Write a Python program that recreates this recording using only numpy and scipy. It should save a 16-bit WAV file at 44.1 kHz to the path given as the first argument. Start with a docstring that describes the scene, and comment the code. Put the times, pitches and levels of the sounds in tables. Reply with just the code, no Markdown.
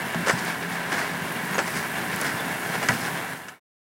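"""Open hay field: a tractor pulls a square baler; one microphone on the wagon, just behind the bale chute.
From the start, chains and sheet metal rattle over the engine's drone while straw rustles in the chute.
At 0.3 s the plunger crunches into the hay with hard clacks, and the wagon deck thuds. Strokes follow about
every 0.65 s, clacking hardest on every second one (1.6 s, 2.9 s); along the way steel squeaks, links clink
and stalks snap. From 3.2 s everything fades, reaching silence at 3.6 s."""
import sys
import numpy as np
from scipy import signal
from scipy.fft import rfft, irfft
from scipy.io import wavfile

SR = 44100
rng = np.random.default_rng(int(sys.argv[2]) if len(sys.argv) > 2 else 0)


def put_to_file(sound):
    """Save the sound as 16-bit audio at rate SR, in the file named by the first command-line argument."""
    columns = np.atleast_2d(sound).T  # one column per channel
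    safe = np.clip(columns, -1, 1)
    whole_steps = np.round(safe * 32767)
    wavfile.write(sys.argv[1], SR, whole_steps.astype(np.int16))


N = 176400
T = np.arange(N) / SR


# Surges as the plunger packs hay and it springs back: peak t/s, rise/s, fall/s, clatter/dB, crunch/dB, grind/dB
STROKES = [(.28, 0.015, 0.053, -28.5, -32.5, -33), (.39, 0.01, 0.017, -55, -37.5, -45),
           (.455, 0.04, 0.088, -33.5, -40, -35), (.725, 0.0066, 0.058, -45, -42.5, -33),
           (0.929, 0.017, 0.043, -26.5, -39, -37), (.99, 0.045, 0.083, -28.5, -38.5, -31.5),
           (1.595, 0.015, 0.06, -32, -42, -44), (1.68, 0.017, 0.0091, -29, -36.5, -44),
           (1.775, 0.054, 0.055, -31.5, -35.5, -31.5), (2.265, 0.1, 0.094, -33, -39, -30.5),
           (2.75, 0.063, 0.02, -30.5, -43, -35.5), (2.835, 0.045, 0.037, -28.5, -39, -36.5),
           (2.935, 0.04, 0.04, -32, -36.5, -37.5), (3.068, 0.099, 0.026, -36, -40.5, -36.5)]
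def baler():
    """Just ahead of the microphone: a constant rattle; each stroke swells it, crunches hay, grinds steel."""
    clatter_power, crunch_power, grind_power = from_db(-32) ** 2, 0, 0
    for peak, rise, fall, clatter_db, crunch_db, grind_db in STROKES:
        swell = np.exp(-np.where(T < peak, (peak - T) / rise, (T - peak) / fall))
        clatter_power += (from_db(clatter_db) * swell) ** 2
        crunch_power += (from_db(crunch_db) * swell) ** 2
        grind_power += (from_db(grind_db) * swell) ** 2
    flutter = from_db(drift(12))
    metal = rattle(np.sqrt(clatter_power) * flutter) + panels()
    return metal + hay(np.sqrt(crunch_power) * flutter) + grinding(np.sqrt(grind_power))


# Spectrum of rattling chains and sheet metal: f/Hz, level/dB
RATTLE_SPECTRUM = [(100, -35.5), (300, -1.5), (530, -3.5), (700, 0), (1050, -0.5), (1200, -4.5),
                   (1400, -0.5), (1680, 2), (2050, -1.5), (2500, -8), (2850, -9.5), (3400, -11.5),
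                   (6500, -23), (15000, -32)]
def rattle(envelope):
    """Chains and panels chatter in thousands of small contacts."""
    return colour(grains(per_s=3200, spread_db=0) * envelope, RATTLE_SPECTRUM)


# Modes of the baler's steel body: f/Hz, level/dB, t60/s
BODY_MODES = [(430, -10.5, 0.065), (656, -4, 0.072), (784, -4.5, 0.096), (961, -0.5, 0.059), (1004, 0, .05),
              (1349, -2, 0.09), (1584, -2.5, 0.16), (1690, -1, 0.07), (1950, -3.5, 0.03),
              (2230, 3.5, 0.081), (2696, -5.5, 0.088), (2804, -2, .06), (5800, -18.5, .03)]
def panels():
    """Random taps keep the steel body ringing."""
    modes = sum(from_db(db) * ring(grains(per_s=300, spread_db=4), hz, t60) for hz, db, t60 in BODY_MODES)
    return from_db(-40) * rms_one(modes)


# Spectrum of crushed hay: f/Hz, level/dB
CRUNCH_SPECTRUM = [(1000, -16.5), (2800, -10.5), (5000, 6.5), (7000, -0.5), (9500, 1), (12000, -14.5),
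                   (15500, -16.5)]
def hay(envelope):
    """Stalks crush under the plunger: a dense crunch with sparser crackles."""
    crunch = grains(per_s=6500, spread_db=3.5)
    crackles = from_db(-10.5) * grains(per_s=260, spread_db=2)
    return colour(rms_one(crunch + crackles) * envelope, CRUNCH_SPECTRUM)


# Spectrum of sliding steel: f/Hz, level/dB
GRIND_SPECTRUM = [(900, -28.5), (1350, -4.5), (1650, -0.5), (1950, -3), (2250, -9), (2700, -18),
                  (5000, -30)]
def grinding(envelope):
    """Steel slides on steel with a gritty scrape."""
    return colour(grains(per_s=1500, spread_db=3) * envelope, GRIND_SPECTRUM)


# Blows in the mechanism: t/s, level/dB, edge offset/dB, hollow offset/dB, decay/s, struck part f/Hz
CLACKS = [(0.145, -16, -6, 8, 0.0051, 654), (.263, -11, -8.5, -7.5, .008, 1660),
          (.2705, -8, -17, 0.5, .006, 1390), (.283, -9, -1, -3, 0.0055, 1680),
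          (.2865, -10, -15.5, -2, .004, 1550), (.2958, -4, -3, 2, 0.0033, 711),
          (.3, -6, -11, -5, .005, 1070), (.3065, -10.5, -20.5, 5.5, 0.0053, 793),
          (.627, -18.5, -4.5, -12, .006, 2230), (0.92, -19, -2, 3, .01, 1590),
          (.981, -15, -13, -2, 0.0077, 1690), (1.543, -20.5, -2.5, -8, .005, 1560),
          (1.5525, -12, -22, 1, 0.004, 960), (1.5815, -8, -5, 2, 0.004, 1426),
          (1.589, -7.5, -5, 1, 0.006, 1734), (1.596, -14.5, -10.5, 2, 0.014, 403),
          (2.216, -17.5, -2, 6, 0.0091, 1360), (2.752, -16.5, -10, 2.5, 0.0076, 762),
          (2.829, -16, -11.5, 4, .012, 654), (2.8868, -1.5, -2, -8.5, .0032, 1950),
          (2.8922, -6, -17.5, -5.5, .005, 1750), (2.8945, -8, -20, -1, .006, 1020),
          (2.906, -16, -12, 1.5, .014, 842), (3.484, -14.5, 1, -9, .009, 1690)]
# Spectra of a clack's crack, sharp edge and hollow body: f/Hz, level/dB
CRACK_SPECTRUM = [(60, -42.5), (400, -12), (900, -8.5), (1400, 7), (2050, 0), (2450, -9.5), (4000, -28),
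                  (12000, -39)]
EDGE_SPECTRUM = [(100, -44), (1000, -16), (2100, 0.5), (3000, 6.5), (3800, -5), (6500, 1.5), (9000, -7.5),
                 (11000, -23), (15000, -28)]
HOLLOW_SPECTRUM = [(30, -42.5), (80, -30.5), (170, -14), (400, 2), (720, 3.5), (1100, -4), (2000, -22),
                   (5000, -49.5)]
def clacks():
    """Steel hits steel: a sharp crack, a shaking tail, a hollow knock; panels and the struck part ring."""
    times, db, edge_db, hollow_db, decay, struck_hz = np.transpose(CLACKS)
    impact = bursts(times, db - 12, decay)
    tail = bursts(times, db - 33, decay_s=.059)
    crack = colour(impact + tail, CRACK_SPECTRUM)
    edge = colour(bursts(times, db + edge_db - 12, decay), EDGE_SPECTRUM)
    knock = strikes(times, -from_db(db + hollow_db + 1))
    hollow = colour(knock + bursts(times, db + hollow_db - 16, decay), HOLLOW_SPECTRUM)
    signs = rng.choice([-1, 1], (len(times), len(BODY_MODES)))
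    body = sum(ring(strikes(times, signs[:, k] * from_db(db + mode_db - 26.5)), hz, t60)
               for k, (hz, mode_db, t60) in enumerate(BODY_MODES))
    struck = sum(ring(strikes(at, from_db(level - 14)), hz, t60=.07)
                 for at, level, hz in zip(times, db, struck_hz))
    return crack + edge + hollow + low_cut(body + struck, hz=260)


# Engine harmonics: multiple of the firing rate, level/dB
ENGINE_ORDERS = [(2, -56), (3, -53.5), (4, -48.5), (5, -49)]
# Engine load, heard as the swell of the exhaust: t/s, level/dB
ENGINE_LOAD = [(0, 0), (.65, 0.5), (1.2, -0.5), (1.45, 3), (1.9, 0.5), (2.3, 3.5), (2.55, -4), (2.95, 6.5),
               (3.3, -6.5)]
# Spectrum of the exhaust rumble: f/Hz, level/dB
EXHAUST_SPECTRUM = [(25, -37), (50, -37), (75, -25.5), (105, -6), (135, -1.5), (175, 4), (215, 4),
                    (300, -5.5), (500, -10.5), (1000, -27.5)]
def engine():
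    """Farther off, beyond the baler: firing tones over a pulsing exhaust, all chugging unevenly."""
    firing_hz = 47.5 * (1 + .009 * drift(2))
    phase = 2 * np.pi * np.cumsum(firing_hz) / SR
    tones = 0
    for order, db in ENGINE_ORDERS:
        harmonic = np.sin(order * phase + rng.uniform(0, 2 * np.pi))
        tones += from_db(db) * rms_one(harmonic * (1 + .55 * drift(14)))
    puffs = rms_one(rng.standard_normal(N) * (1 + .45 * np.cos(phase)))
    load_db = np.interp(T, *np.transpose(ENGINE_LOAD))
    exhaust = from_db(load_db - 41) * colour(puffs, EXHAUST_SPECTRUM)
    chug = from_db(2 * drift(14))
    return (tones + exhaust) * chug


# Hums of the drive train: f/Hz, level/dB, width/Hz
HUMS = [(133.6, -49, 12), (170.2, -44, 5.1), (269.4, -48.5, 2), (344.3, -54.5, 14), (409, -51.5, 8.4),
        (449, -56, 3.6), (747, -51.5, 10), (1050, -50, 15), (1550, -48, 13), (1714, -44.5, 35),
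        (2230, -54.5, 14)]
def drive_train():
    """Shafts and gears hum unsteadily, each in a narrow band of noise."""
    hums = 0
    for hz, db, width in HUMS:
        phase = 2 * np.pi * hz * T
        hums += from_db(db) * rms_one(drift(width) * np.cos(phase) + drift(width) * np.sin(phase))
    return hums


# Thuds on the wagon deck: t/s, level/dB, lowest mode offset/dB
THUDS = [(0.154, -19, -7.5), (0.1712, -30, -6), (.189, -24, -7.5), (.212, -28, -7), (0.33, -19.5, 6.5),
         (0.352, -30, -6), (1.432, -25, 3), (1.745, -26, -8), (2.247, -27.5, -8), (2.336, -27, 9),
         (2.89, -21, 11), (2.923, -28.5, 10.5), (2.972, -32, 0)]
# Modes of the boards: f/Hz, level/dB, t60/s
DECK_MODES = [(120, -11, 0.13), (166.6, -1.5, 0.11), (241, -8.5, 0.2)]
# Faint deep bumps: t/s, level/dB
BUMPS = [(.335, -56), (2.212, -55), (2.885, -48)]
BUMP_SPECTRUM = [(12, -2.5), (50, -6.5), (100, -7.5), (300, -36)]  # f/Hz, level/dB
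def deck():
    """Under the microphone, soft heavy blows boom in the wagon's boards, with a few deep bumps."""
    times, db, lowest_db = np.transpose(THUDS)
    boom = 0
    for k, (hz, mode_db, t60) in enumerate(DECK_MODES):
        blows = strikes(times, from_db(db + mode_db + lowest_db * (k == 0)))
        boom += (-1) ** k * ring(blows, hz, t60)
    bumps = colour(bursts(*np.transpose(BUMPS), decay_s=.025), BUMP_SPECTRUM)
    return low_cut(boom, hz=80) + bumps


# Course of the rustle, and single stalks snapping: t/s, level/dB
RUSTLE_LEVEL = [(0, -43.5), (.85, -45.5), (1.15, -45), (1.45, -42), (2.05, -42), (2.55, -41), (3.05, -41),
                (3.5, -42.5)]
SNAPS = [(.451, -29), (1.324, -29), (1.677, -34), (1.768, -33), (2.161, -22.5), (2.2135, -18),
         (2.481, -32.5), (2.938, -29.5)]
# Their spectra: f/Hz, level/dB
RUSTLE_SPECTRUM = [(2000, -14.5), (4500, -6), (7000, -1.5), (10000, 2.5), (12000, -0.5), (15500, -4)]
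SNAP_SPECTRUM = [(2000, -26.5), (7000, -0.5), (10000, 7), (12500, 5), (15500, -5.5)]
def straw():
    """Close by, dry stalks rustle along the chute, and a few snap."""
    level = from_db(np.interp(T, *np.transpose(RUSTLE_LEVEL)) + 1.04 * drift(29))
    rustle = colour(level * grains(per_s=11000, spread_db=1.5), RUSTLE_SPECTRUM)
    snaps = colour(bursts(*np.transpose(SNAPS), decay_s=.0013), SNAP_SPECTRUM)
    return rustle + snaps


# Clinks of the chain: t/s, level/dB
CLINKS = [(.388, -47), (2.138, -39), (2.228, -42), (2.264, -34), (2.937, -35), (3.011, -37), (3.058, -40),
          (3.094, -42)]
# Modes of a link: f/Hz, level/dB, t60/s
LINK_MODES = [(4370, 0, .014), (5130, 3, .018), (5530, -1, .016), (6350, -17, .014), (7250, -2, 0.017),
              (8240, -11.5, .012)]
def chain():
    """Slack links jostle and ring briefly."""
    jostle = bursts(*np.transpose(CLINKS), decay_s=.01)
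    link = sum(from_db(db - 60 * T / t60) * np.sin(2 * np.pi * hz * T) for hz, db, t60 in LINK_MODES)
    return signal.fftconvolve(jostle, link / np.linalg.norm(link))[:N]


# Squeaks of the metal: peak t/s, f/Hz, level/dB, half length/s
SQUEAKS = [(0.32, 7750, -39, 0.013), (1.55, 6700, -35, 0.0077), (1.607, 7760, -41.5, .009),
           (1.64, 7700, -45, .012), (2.4, 3500, -33, 0.0045), (2.42, 3540, -42, .005)]
def squeaks():
    """Rubbing steel gives brief, rough whistles of wavering pitch."""
    wavering_time = np.cumsum(1 + .0075 * drift(250)) / SR
    whistles = 0
    for peak, hz, db, half_length in SQUEAKS:
        envelope = from_db(db) * np.exp(-.5 * ((T - peak) / half_length) ** 2)
        whistles += envelope * np.sin(2 * np.pi * hz * wavering_time)
    return whistles * (1 + .42 * drift(300))


def reflections(direct):
    """Weak echoes off the baler's sides and the wagon reach the microphone 2-20 ms late: a hollow colour."""
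    lags = (rng.uniform(.002, .02, 12) * SR).astype(int)
    echoes = sum(np.pad(direct, (lag, 0))[:N] * (-1) ** k for k, lag in enumerate(lags))
    return direct + from_db(-15) * echoes / np.sqrt(len(lags))


def from_db(db):
    """Decibels to gain."""
    return 10 ** (np.asarray(db) / 20)


def rms_one(x):
    """Scale to unit rms."""
    return x / np.sqrt(np.mean(x ** 2) + 1e-20)


def colour(x, spectrum):
    """Causal (minimum-phase) filter with the given spectral shape and unit power gain."""
    hz, db = np.transpose(spectrum)
    f = np.maximum(np.fft.rfftfreq(2 * N, 1 / SR), 1)
    gain = rms_one(from_db(np.interp(np.log(f), np.log(hz), db)))
    cepstrum = irfft(np.log(gain))
    cepstrum[1:N] *= 2
    cepstrum[N + 1:] = 0
    return irfft(rfft(x, 2 * N) * np.exp(rfft(cepstrum)))[:N]


def low_cut(x, hz):
    """Second-order high-pass."""
    return signal.sosfilt(signal.butter(2, hz, "high", fs=SR, output="sos"), x)


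def drift(hz):
    """Random wavering, mostly slower than hz; rms 1."""
    f = np.fft.rfftfreq(N, 1 / SR)
    return rms_one(irfft(rfft(rng.standard_normal(N)) / (1 + (f / hz) ** 2), N))


def grains(per_s, spread_db):
    """Random tiny contacts, their sizes scattered by spread_db; rms 1."""
    sizes = from_db(spread_db * np.minimum(rng.exponential(1, N), 5))
    return rms_one(sizes * rng.choice([-1, 1], N) * (rng.random(N) < per_s / SR))


def ring(clicks, hz, t60):
    """A unit click sets a dying sine of height 1 ringing."""
    radius, angle = np.exp(-np.log(1000) / (t60 * SR)), 2 * np.pi * hz / SR
    return signal.lfilter([0, np.sin(angle)], [1, -2 * radius * np.cos(angle), radius ** 2], clicks + 1e-18)


def strikes(times, gains):
    """One impulse for each blow."""
    out = np.zeros(N)
    np.add.at(out, np.clip((times * SR).astype(int), 0, N - 1), gains)
    return out


def bursts(times, db, decay_s):
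    """A quickly dying spray of contacts for each blow."""
    power = np.zeros(N)
    for start, level, decay in np.broadcast(times, db, decay_s):
        live = slice(*np.searchsorted(T, [start, start + 10 * decay]))
        power[live] += (from_db(level) * np.exp((start - T[live]) / decay)) ** 2
    return np.sqrt(power) * rng.standard_normal(N)


def scene():
    """Open air at the microphone on the wagon, the same in both channels."""
    mono = engine() + drive_train() + reflections(baler() + straw())
    mono += clacks() + chain() + deck() + squeaks()
    return np.array([mono, mono])


def record(dry):
    """A straight fade to silence and a steep cut of the top treble."""
    fade_start_s, fade_end_s, cutoff_hz = 3.17, 3.598, 15800
    fade = np.clip((fade_end_s - T) / (fade_end_s - fade_start_s), 0, 1)
    return signal.sosfilt(signal.ellip(12, .1, 90, cutoff_hz, fs=SR, output="sos"), dry * fade)


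dry = scene()
out = record(dry)
put_to_file(out)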